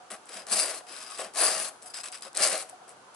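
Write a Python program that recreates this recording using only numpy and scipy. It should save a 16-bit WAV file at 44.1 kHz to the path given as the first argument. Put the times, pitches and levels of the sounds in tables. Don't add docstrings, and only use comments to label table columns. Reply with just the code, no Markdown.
import sys
import numpy as np
from scipy import signal
from scipy.fft import rfft, irfft
from scipy.io import wavfile

SR = 44100
rng = np.random.default_rng(int(sys.argv[2]) if len(sys.argv) > 2 else 0)


def volts_from_db(level):
    exponent = np.asarray(level, float) / 20
    return 10 ** exponent


def materialize(psi):
    bounded = np.clip(np.atleast_2d(psi).T, -1, 1)
    quanta = np.round(bounded * 32767).astype(np.int16)
    wavfile.write(sys.argv[1], SR, quanta)


N = 138915
CUTOFF_HZ = 10960


def rms_one(x):
    return x / np.sqrt(np.mean(x ** 2) + 1e-20)


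def at_hz(points, hz):
    table_hz, value = np.transpose(points)
    return np.interp(np.log(hz + 1e-9), np.log(table_hz), value)


def drift(rate_hz):
    r = np.exp(-32 * np.pi * rate_hz / SR)
    slow = signal.lfilter([1], [1, -2 * r, r * r], rng.standard_normal(N // 16 + 3002))[3000:]
    return np.interp(np.arange(N) / 16, np.arange(len(slow)), rms_one(slow))


def ring(x, hz, width_hz):
    r = np.exp(-np.pi * width_hz / SR)
    poles = [1, -2 * r * np.cos(2 * np.pi * hz / SR), r * r]
    return signal.lfilter([(1 - r * r) / 2, 0, (r * r - 1) / 2], poles, x + 1e-18)


def band(x, order, edges_hz, kind):
    return signal.sosfilt(signal.butter(order, edges_hz, kind, fs=SR, output="sos"), x)


def colour(x, spectrum):
    cepstrum = irfft(np.log(volts_from_db(at_hz(spectrum, np.linspace(0, SR / 2, 1025)))))
    cepstrum[1:1024] *= 2
    cepstrum[1025:] = 0
    response = irfft(np.exp(rfft(cepstrum)))
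    return signal.fftconvolve(x, response[None], axes=1)[:, :N]


def pair(x, alike):
    other_paths = x * rng.choice([-1, 1], N)
    return np.array([x, alike * np.roll(x, 1) + np.sqrt(1 - alike ** 2) * other_paths])


# (frequency [Hz], level [dB per Hz])
SHOP_TONE = [(15, -74.5), (25, -36.5), (290, -12.5), (594, -9.5), (728, -8), (1180, -9), (1570, -10),
             (1870, -19), (11200, -26), (14600, -64), (22000, -120)]
# (frequency [Hz], likeness [0-1])
SHOP_LIKENESS = [(30, 0.5), (150, 0.84), (700, 0.52), (2000, 0), (8000, 0)]
SHOP_DB = -52
HUM_HZ, HUM_DB = 129, -79.5


def shop():
    hz = np.fft.rfftfreq(N, 1 / SR)
    mid, side = rfft(rng.standard_normal((2, N))) * volts_from_db(at_hz(SHOP_TONE, hz))
    alike = at_hz(SHOP_LIKENESS, hz)
    spread = np.sqrt(1 - alike) * side * np.array([[1], [-1]])
    air = irfft(np.sqrt(1 + alike) * mid + spread, N)
    low_drone = ring(air * volts_from_db(9.9 * drift(19)), 731, 21)
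    air = air + low_drone
    air = air + shop_drone(air)
    hum = volts_from_db(HUM_DB + 7.6 * drift(0.73)) * np.sin(2 * np.pi * HUM_HZ * np.arange(N) / SR)
    return volts_from_db(SHOP_DB + 0.13 * drift(3.3)) * rms_one(air) + hum


def shop_drone(air):
    return -ring(air * volts_from_db(6.8 * drift(6.5)), 1036, 42)


ROOM_DB, ROOM_T60_S = -15, 0.39


def space(x):
    t = np.arange(SR // 2) / SR
    tail = rng.standard_normal((2, len(t))) * (t > .004) * volts_from_db(-60 * t / ROOM_T60_S)
    tail = tail / np.sqrt(np.sum(tail[0] ** 2))
    return volts_from_db(ROOM_DB) * signal.fftconvolve(x, tail, axes=1)[:, :N]


# (start [s], length [s], level [dB])
ROCKS = [
    (0.105, 0.056, -56),
    (0.306, 0.14, -54.5),
    (0.456, 0.16, -50.5),
    (1.251, 0.037, -59),
    (1.39, 0.33, -57),
    (2.24, 0.056, -63),
    (2.393, 0.038, -53.5),
    (2.49, 0.073, -53.5),
]
ROCK_HZ, ROCK_WIDTH_HZ = 203.4, 13


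def rocks():
    t = np.arange(N) / SR
    swell = sum(volts_from_db(db) * np.sin(np.pi * np.clip((t - s) / length, 0, 1)) ** 2 for s, length, db in ROCKS)
    boom = ring(rng.standard_normal(N), ROCK_HZ, ROCK_WIDTH_HZ)
    return swell * rms_one(ring(boom, ROCK_HZ, 10 * ROCK_WIDTH_HZ))


TEETH_PER_S, TOOTH_SPREAD_DB = 2000, 3


def teeth(smooth, clump_db):
    sizes = volts_from_db(TOOTH_SPREAD_DB * np.minimum(rng.exponential(1, N), 6)) * rng.choice([-1, 1], N)
    bites = sizes * (rng.random(N) < TEETH_PER_S / SR)
    grind = smooth * rng.standard_normal(N)
    return rms_one((rms_one(bites) + grind) * volts_from_db(clump_db * drift(60)))


# (frequency [Hz], width [Hz], level [dB])
BAR_MODES = [(417, 180, -8), (540, 42, -1), (634.6, 30.3, 0.5), (741.4, 24, -0.5), (810.5, 23, -4.5),
             (1131, 120, -4.5), (1676, 1200, -12.5)]
BAR_ALIKE = 0.94


def bar(gain):
    x = pair(teeth(smooth=0.63, clump_db=0.85) * gain, BAR_ALIKE)
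    thrum = 0
    for k, (hz, width, db) in enumerate(BAR_MODES):
        thrum = thrum + (-1) ** k * volts_from_db(db) * ring(x * volts_from_db(2 * drift(3.1)), hz, width)
    return band(volts_from_db(18) * thrum, 2, 260, "high")


RASP_ALIKE = 0.5
LINKS_DB, LINKS_T60_S = -1.5, 0.047
GRIP_WANDER_DB, RING_WIDENING = 3, 1.33


def steel(x, rasp, rings):
    direct, loose, struck = (pair(x * rng.choice([-1, 1], N), RASP_ALIKE) for _ in range(3))
    rung = 0
    for hz, width, db in rings:
        width = RING_WIDENING * width
        driven = struck * volts_from_db(db + GRIP_WANDER_DB * drift(8.7))
        rung = rung + ring(ring(driven, hz, width), hz, width)
    links = rng.standard_normal((1, 2048)) * volts_from_db(-60 * np.arange(2048) / SR / LINKS_T60_S)
    links = links / np.sqrt(np.sum(links ** 2))
    jingle = signal.fftconvolve(colour(loose, rasp) + 0.56 * rung, links, axes=1)[:, :N]
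    return volts_from_db(4) * (colour(direct, rasp) + rung + volts_from_db(LINKS_DB) * jingle)


def levels(rows):
    s, db, thrum_db = np.transpose(rows)
    t = np.arange(N) / SR
    inside = (t > s[0]) & (t < s[-1])
    return np.array([inside * volts_from_db(np.interp(t, s, db)), inside * volts_from_db(np.interp(t, s, db + thrum_db))])


# (start [s], length [s], level [dB], thrum relative to it [dB], file's chime [dB])
TOUCHES = [(0.101, 0.044, -37, -5.5, -19), (0.26, 0.012, -55, -15, -11), (1.817, 0.026, -45.5, -11, -4),
           (1.855, 0.025, -43.5, -11, 6), (1.897, 0.0092, -44, -28, 8), (1.935, 0.053, -39.5, -21.5, 8),
           (1.991, 0.014, -44, -37, 4.5), (2.03, .055, -41.5, -14, -11), (2.123, 0.032, -40, -16.5, 3.5),
           (2.169, 0.013, -52.5, -15, -10), (2.218, 0.011, -40.5, -23, -1), (2.241, 0.034, -47.5, -0.5, -3),
           (2.687, 0.016, -46.5, -6, -3), (2.876, 0.038, -48.5, -8, -4), (3.14, 0.049, -42.5, -11, -7)]
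TOUCH_ATTACK_S, TOUCH_RELEASE_DB_PER_S = 0.0029, 861
PULL_CHIME_DB = 0


def touches():
    t = np.arange(N) / SR
    rasp, thrum, chime_db = np.zeros(N), np.zeros(N), np.full(N, PULL_CHIME_DB, float)
    for s, length, db, thrum_db, free_db in TOUCHES:
        release_db = TOUCH_RELEASE_DB_PER_S * np.clip(t - s - length, 0, 1)
        shape = np.clip((t - s) / TOUCH_ATTACK_S, 0, 1) * volts_from_db(db - release_db)
        rasp = rasp + shape
        thrum = thrum + shape * volts_from_db(thrum_db)
        chime_db[(t > s - .005) & (t < s + length + .015)] = free_db
    return np.array([rasp, thrum]), chime_db


CATCH_SPLIT_HZ = 7200

# (start [s], end [s], duller half [dB])
GRAZES = [
    (.09, 0.12, -14),
    (.125, 0.163, -13),
    (.25, .28, -1),
    (1.82, 1.928, -11.5),
    (2.68, 2.727, -7),
    (2.86, 2.936, -15),
    (3.12, 3.2, -16),
]


def graze(x):
    t = np.arange(N) / SR
    loss = sum((1 - volts_from_db(db)) * ((t > s) & (t < end)) for s, end, db in GRAZES)
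    duller = signal.sosfiltfilt(signal.butter(2, CATCH_SPLIT_HZ, fs=SR, output="sos"), x)
    return x - loss * duller


# (time [s], level [dB], thrum relative to it [dB])
PULLS = [
    [(.285, -50.5, 3), (.31, -47, -3.5), (.375, -40.5, -7.5), (.42, -51, 1.5), (.445, -65, 5)],
    [(.865, -51, -4), (.92, -42, -8.5), (.98, -43, -13), (1.08, -47, -13), (1.11, -42, -19),
     (1.175, -44, -11), (1.195, -36, -3.5), (1.26, -42, -2), (1.305, -71, 15.5)],
]
# (frequency [Hz], level [dB per Hz])
PULL_RASP = [(150, -50), (1000, -8), (1900, -3), (2500, -2.5), (4400, -8), (5600, -4.5), (6400, -9),
             (7500, -6.5), (11000, -2)]
# (frequency [Hz], width [Hz], level [dB])
PULL_RINGS = [(1164, 150, 1), (1540, 80, 3.5), (2620, 97, 1.5), (3770, 260, -2.5), (5270, 410, -1),
              (7850, 530, 1.5), (10260, 630, -3.5)]
CHIME_HZ, CHIME_WIDTH_HZ, CHIME_DB = 4990, 180, 8


def pulls():
    touch, chime_db = touches()
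    back, thrum = sum(levels(rows) for rows in PULLS) + touch
    rings = list(PULL_RINGS) + [(CHIME_HZ, CHIME_WIDTH_HZ, CHIME_DB + chime_db)]
    return graze(steel(teeth(smooth=0.53, clump_db=2) * back, PULL_RASP, rings)), thrum


# (time [s], peak level [dB], duller half relative to the bright [dB])
EARLY_CATCHES = [(0.1024, -40, -15), (0.1161, -33, -5), (0.2557, -46, -21), (0.2907, -41, -5),
                 (0.4677, -38, -1), (0.4853, -39, -2), (0.4977, -37, 2), (0.5189, -21, -5),
                 (0.5262, -22, -10), (0.5345, -19, -8), (0.5449, -28, -15), (0.5495, -27, -17),
                 (0.5582, -23, -8), (0.5698, -24, -10), (0.5908, -19, -6), (0.5983, -19, -16),
                 (0.611, -22, -7), (0.6299, -25, -11), (0.6594, -28, -17), (0.9245, -38, -5),
                 (0.9648, -42, 5), (0.9867, -40, -2), (1.0262, -38, -11), (1.1101, -34, -19),
                 (1.1755, -39, -4), (1.1872, -34, -12), (1.2046, -33, -7), (1.2175, -34, -9),
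                 (1.2458, -37, -2), (1.3372, -46, -2), (1.3502, -36, 0), (1.3576, -36, -1),
                 (1.3704, -32, -2), (1.3756, -26, -4), (1.3794, -26, -4), (1.3957, -26, -3),
                 (1.4047, -28, -1), (1.412, -21, -3), (1.452, -23, -7), (1.482, -23, -18),
                 (1.6839, -34, -20)]
# (time [s], peak level [dB], duller half relative [dB])
LATE_CATCHES = [(1.8241, -43, -4), (1.8302, -41, -17), (1.9424, -38, 5), (1.9734, -34, -1),
                (2.0099, -38, -3), (2.0335, -39, -4), (2.0378, -45, 7), (2.0429, -39, -9),
                (2.0565, -39, -3), (2.0751, -37, -7), (2.0845, -37, -3), (2.1181, -38, -8),
                (2.1227, -35, -14), (2.1746, -44, -1), (2.1829, -45, -11), (2.208, -44, -11),
                (2.2226, -36, 2), (2.2511, -45, 2), (2.33, -45, -2), (2.3499, -35, -1), (2.3591, -35, -1),
                (2.3646, -33, -2), (2.3705, -20, -6), (2.3746, -18, -8), (2.3948, -28, -3),
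                (2.4105, -28, -1), (2.4215, -23, -2), (2.4256, -25, 4), (2.4357, -19, -2),
                (2.4488, -21, -3), (2.4653, -24, 0), (2.4733, -17, -10), (2.4842, -21, -10),
                (2.4973, -26, -15), (2.5033, -28, -6), (2.5777, -27, -8), (2.5987, -37, 0),
                (2.6146, -34, -9), (2.6235, -36, -7), (2.6957, -36, -22), (2.8922, -41, -11)]
CATCH_DB, CATCH_RISE_S, CATCH_T60_S, CATCH_ABOVE_HZ = 17, 0.00044, 0.0035, 3730


def catches():
    rows = list(EARLY_CATCHES) + list(LATE_CATCHES)
    out, t = np.zeros(N + 512), np.arange(512) / SR
    decay = volts_from_db(-60 * t / CATCH_T60_S) * np.clip(t / CATCH_RISE_S, 0, 1)
    slips = rng.standard_normal((len(rows), 512)) * decay
    bright = band(slips, 3, [CATCH_SPLIT_HZ, CUTOFF_HZ], "band")
    bright = bright + volts_from_db(7) * ring(bright, 8270, 560)
    bright = bright + top_ring(bright)
    dull = band(slips, 2, [CATCH_ABOVE_HZ, CATCH_SPLIT_HZ], "band")
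    file_rings = [(4760, 230, 5), (4080, 200, 5.5), (5300, 240, -8)]  # (Hz, width Hz, dB)
    dull = dull + sum(volts_from_db(db) * ring(dull, hz, width) for hz, width, db in file_rings)
    for (s, db, dull_db), high, low in zip(rows, bright, dull):
        i = int(s * SR)
        burst = rms_one(high) + volts_from_db(dull_db) * rms_one(low)
        out[i:i + 512] += volts_from_db(db + CATCH_DB) * burst / np.sqrt(len(t))
    x = out[:N]
    return np.array([x, 1.06 * np.roll(x, 1) + 0.32 * np.roll(x, 5)])


def top_ring(x):
    return volts_from_db(-3) * ring(x, 10200, 1000)


# (time [s], level [dB], thrum of the bar relative to it [dB])
PUSHES = [
    [(.465, -49.5, -2), (.5, -38.5, -2), (.525, -27.5, -6), (.555, -31.5, -4.5), (.595, -25.5, -6.5),
     (.64, -32.5, -3), (.74, -40.5, -1), (.78, -38.5, -8.5), (.815, -67, 17)],
    [(1.335, -51.5, 0.5), (1.36, -37.5, -1), (1.385, -29.5, -4), (1.42, -26, -3), (1.52, -31, -4),
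     (1.59, -35, -4), (1.67, -33.5, -9.5), (1.69, -44, -3), (1.72, -69.5, 15)],
    [(2.345, -44, -4), (2.39, -32, -3), (2.44, -23, -7.5), (2.49, -31.5, -1.5), (2.55, -33.5, 0),
     (2.6, -39.5, -2), (2.63, -42, -2), (2.65, -61.5, 13), (2.68, -67.5, 7)],
]
# (frequency [Hz], level [dB per Hz])
PUSH_RASP = [(150, -32), (900, -6), (1400, -5.5), (3200, -8.5), (5000, -5), (6900, -5.5), (8000, -0.5),
             (11000, 0)]
# (frequency [Hz], width [Hz], level in push one [dB], push two [dB], push three [dB])
PUSH_RINGS = [(1650, 160, -20, -3, -2.5), (2320, 176, -9, -1.5, 0.5), (2666, 88, 0.5, -8, -5),
              (4200, 170, -0.5, -2.5, 2), (4777, 170, 6, 5, 5), (5320, 130, 0.5, 0, 0.5),
              (6104, 190, 3.5, -0.5, 3), (7460, 70, -12, 1.5, 4), (8100, 450, 4, -1, 3.5),
              (9820, 570, 0.5, 5, 0.5), (9800, 280, 6, 2.5, -3)]
RINGS_FOLLOW, FULL_PRESS_DB = 0.56, -29.5


def pushes():
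    push, thrum = sum(levels(rows) for rows in PUSHES)
    which = np.searchsorted([rows[0][0] for rows in PUSHES[1:]], np.arange(N) / SR)
    press_db = RINGS_FOLLOW * (20 * np.log10(push + 1e-4) - FULL_PRESS_DB)
    rings = [(hz, width, np.array(dbs)[which] + press_db) for hz, width, *dbs in PUSH_RINGS]
    return steel(teeth(smooth=0.83, clump_db=1) * push, PUSH_RASP, rings), thrum


LEFT_DB = 4.5


def filing():
    push, push_thrum = pushes()
    pull, pull_thrum = pulls()
    tooth = (push + catches() + pull) * volts_from_db([[LEFT_DB / 2], [-LEFT_DB / 2]])
    return tooth + bar(push_thrum + pull_thrum) * volts_from_db([[1.6], [-1.6]]) + rocks()


def scene():
    work = filing()
    return work + space(work) + shop()


def band_limit(x):
    return signal.sosfilt(signal.butter(12, 12340, fs=SR, output="sos"), x)


def record(dry):
    cut = signal.sosfilt(signal.cheby1(22, 1, CUTOFF_HZ, fs=SR, output="sos"), dry)
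    return band_limit(cut)


dry = scene()
out = record(dry)
materialize(out)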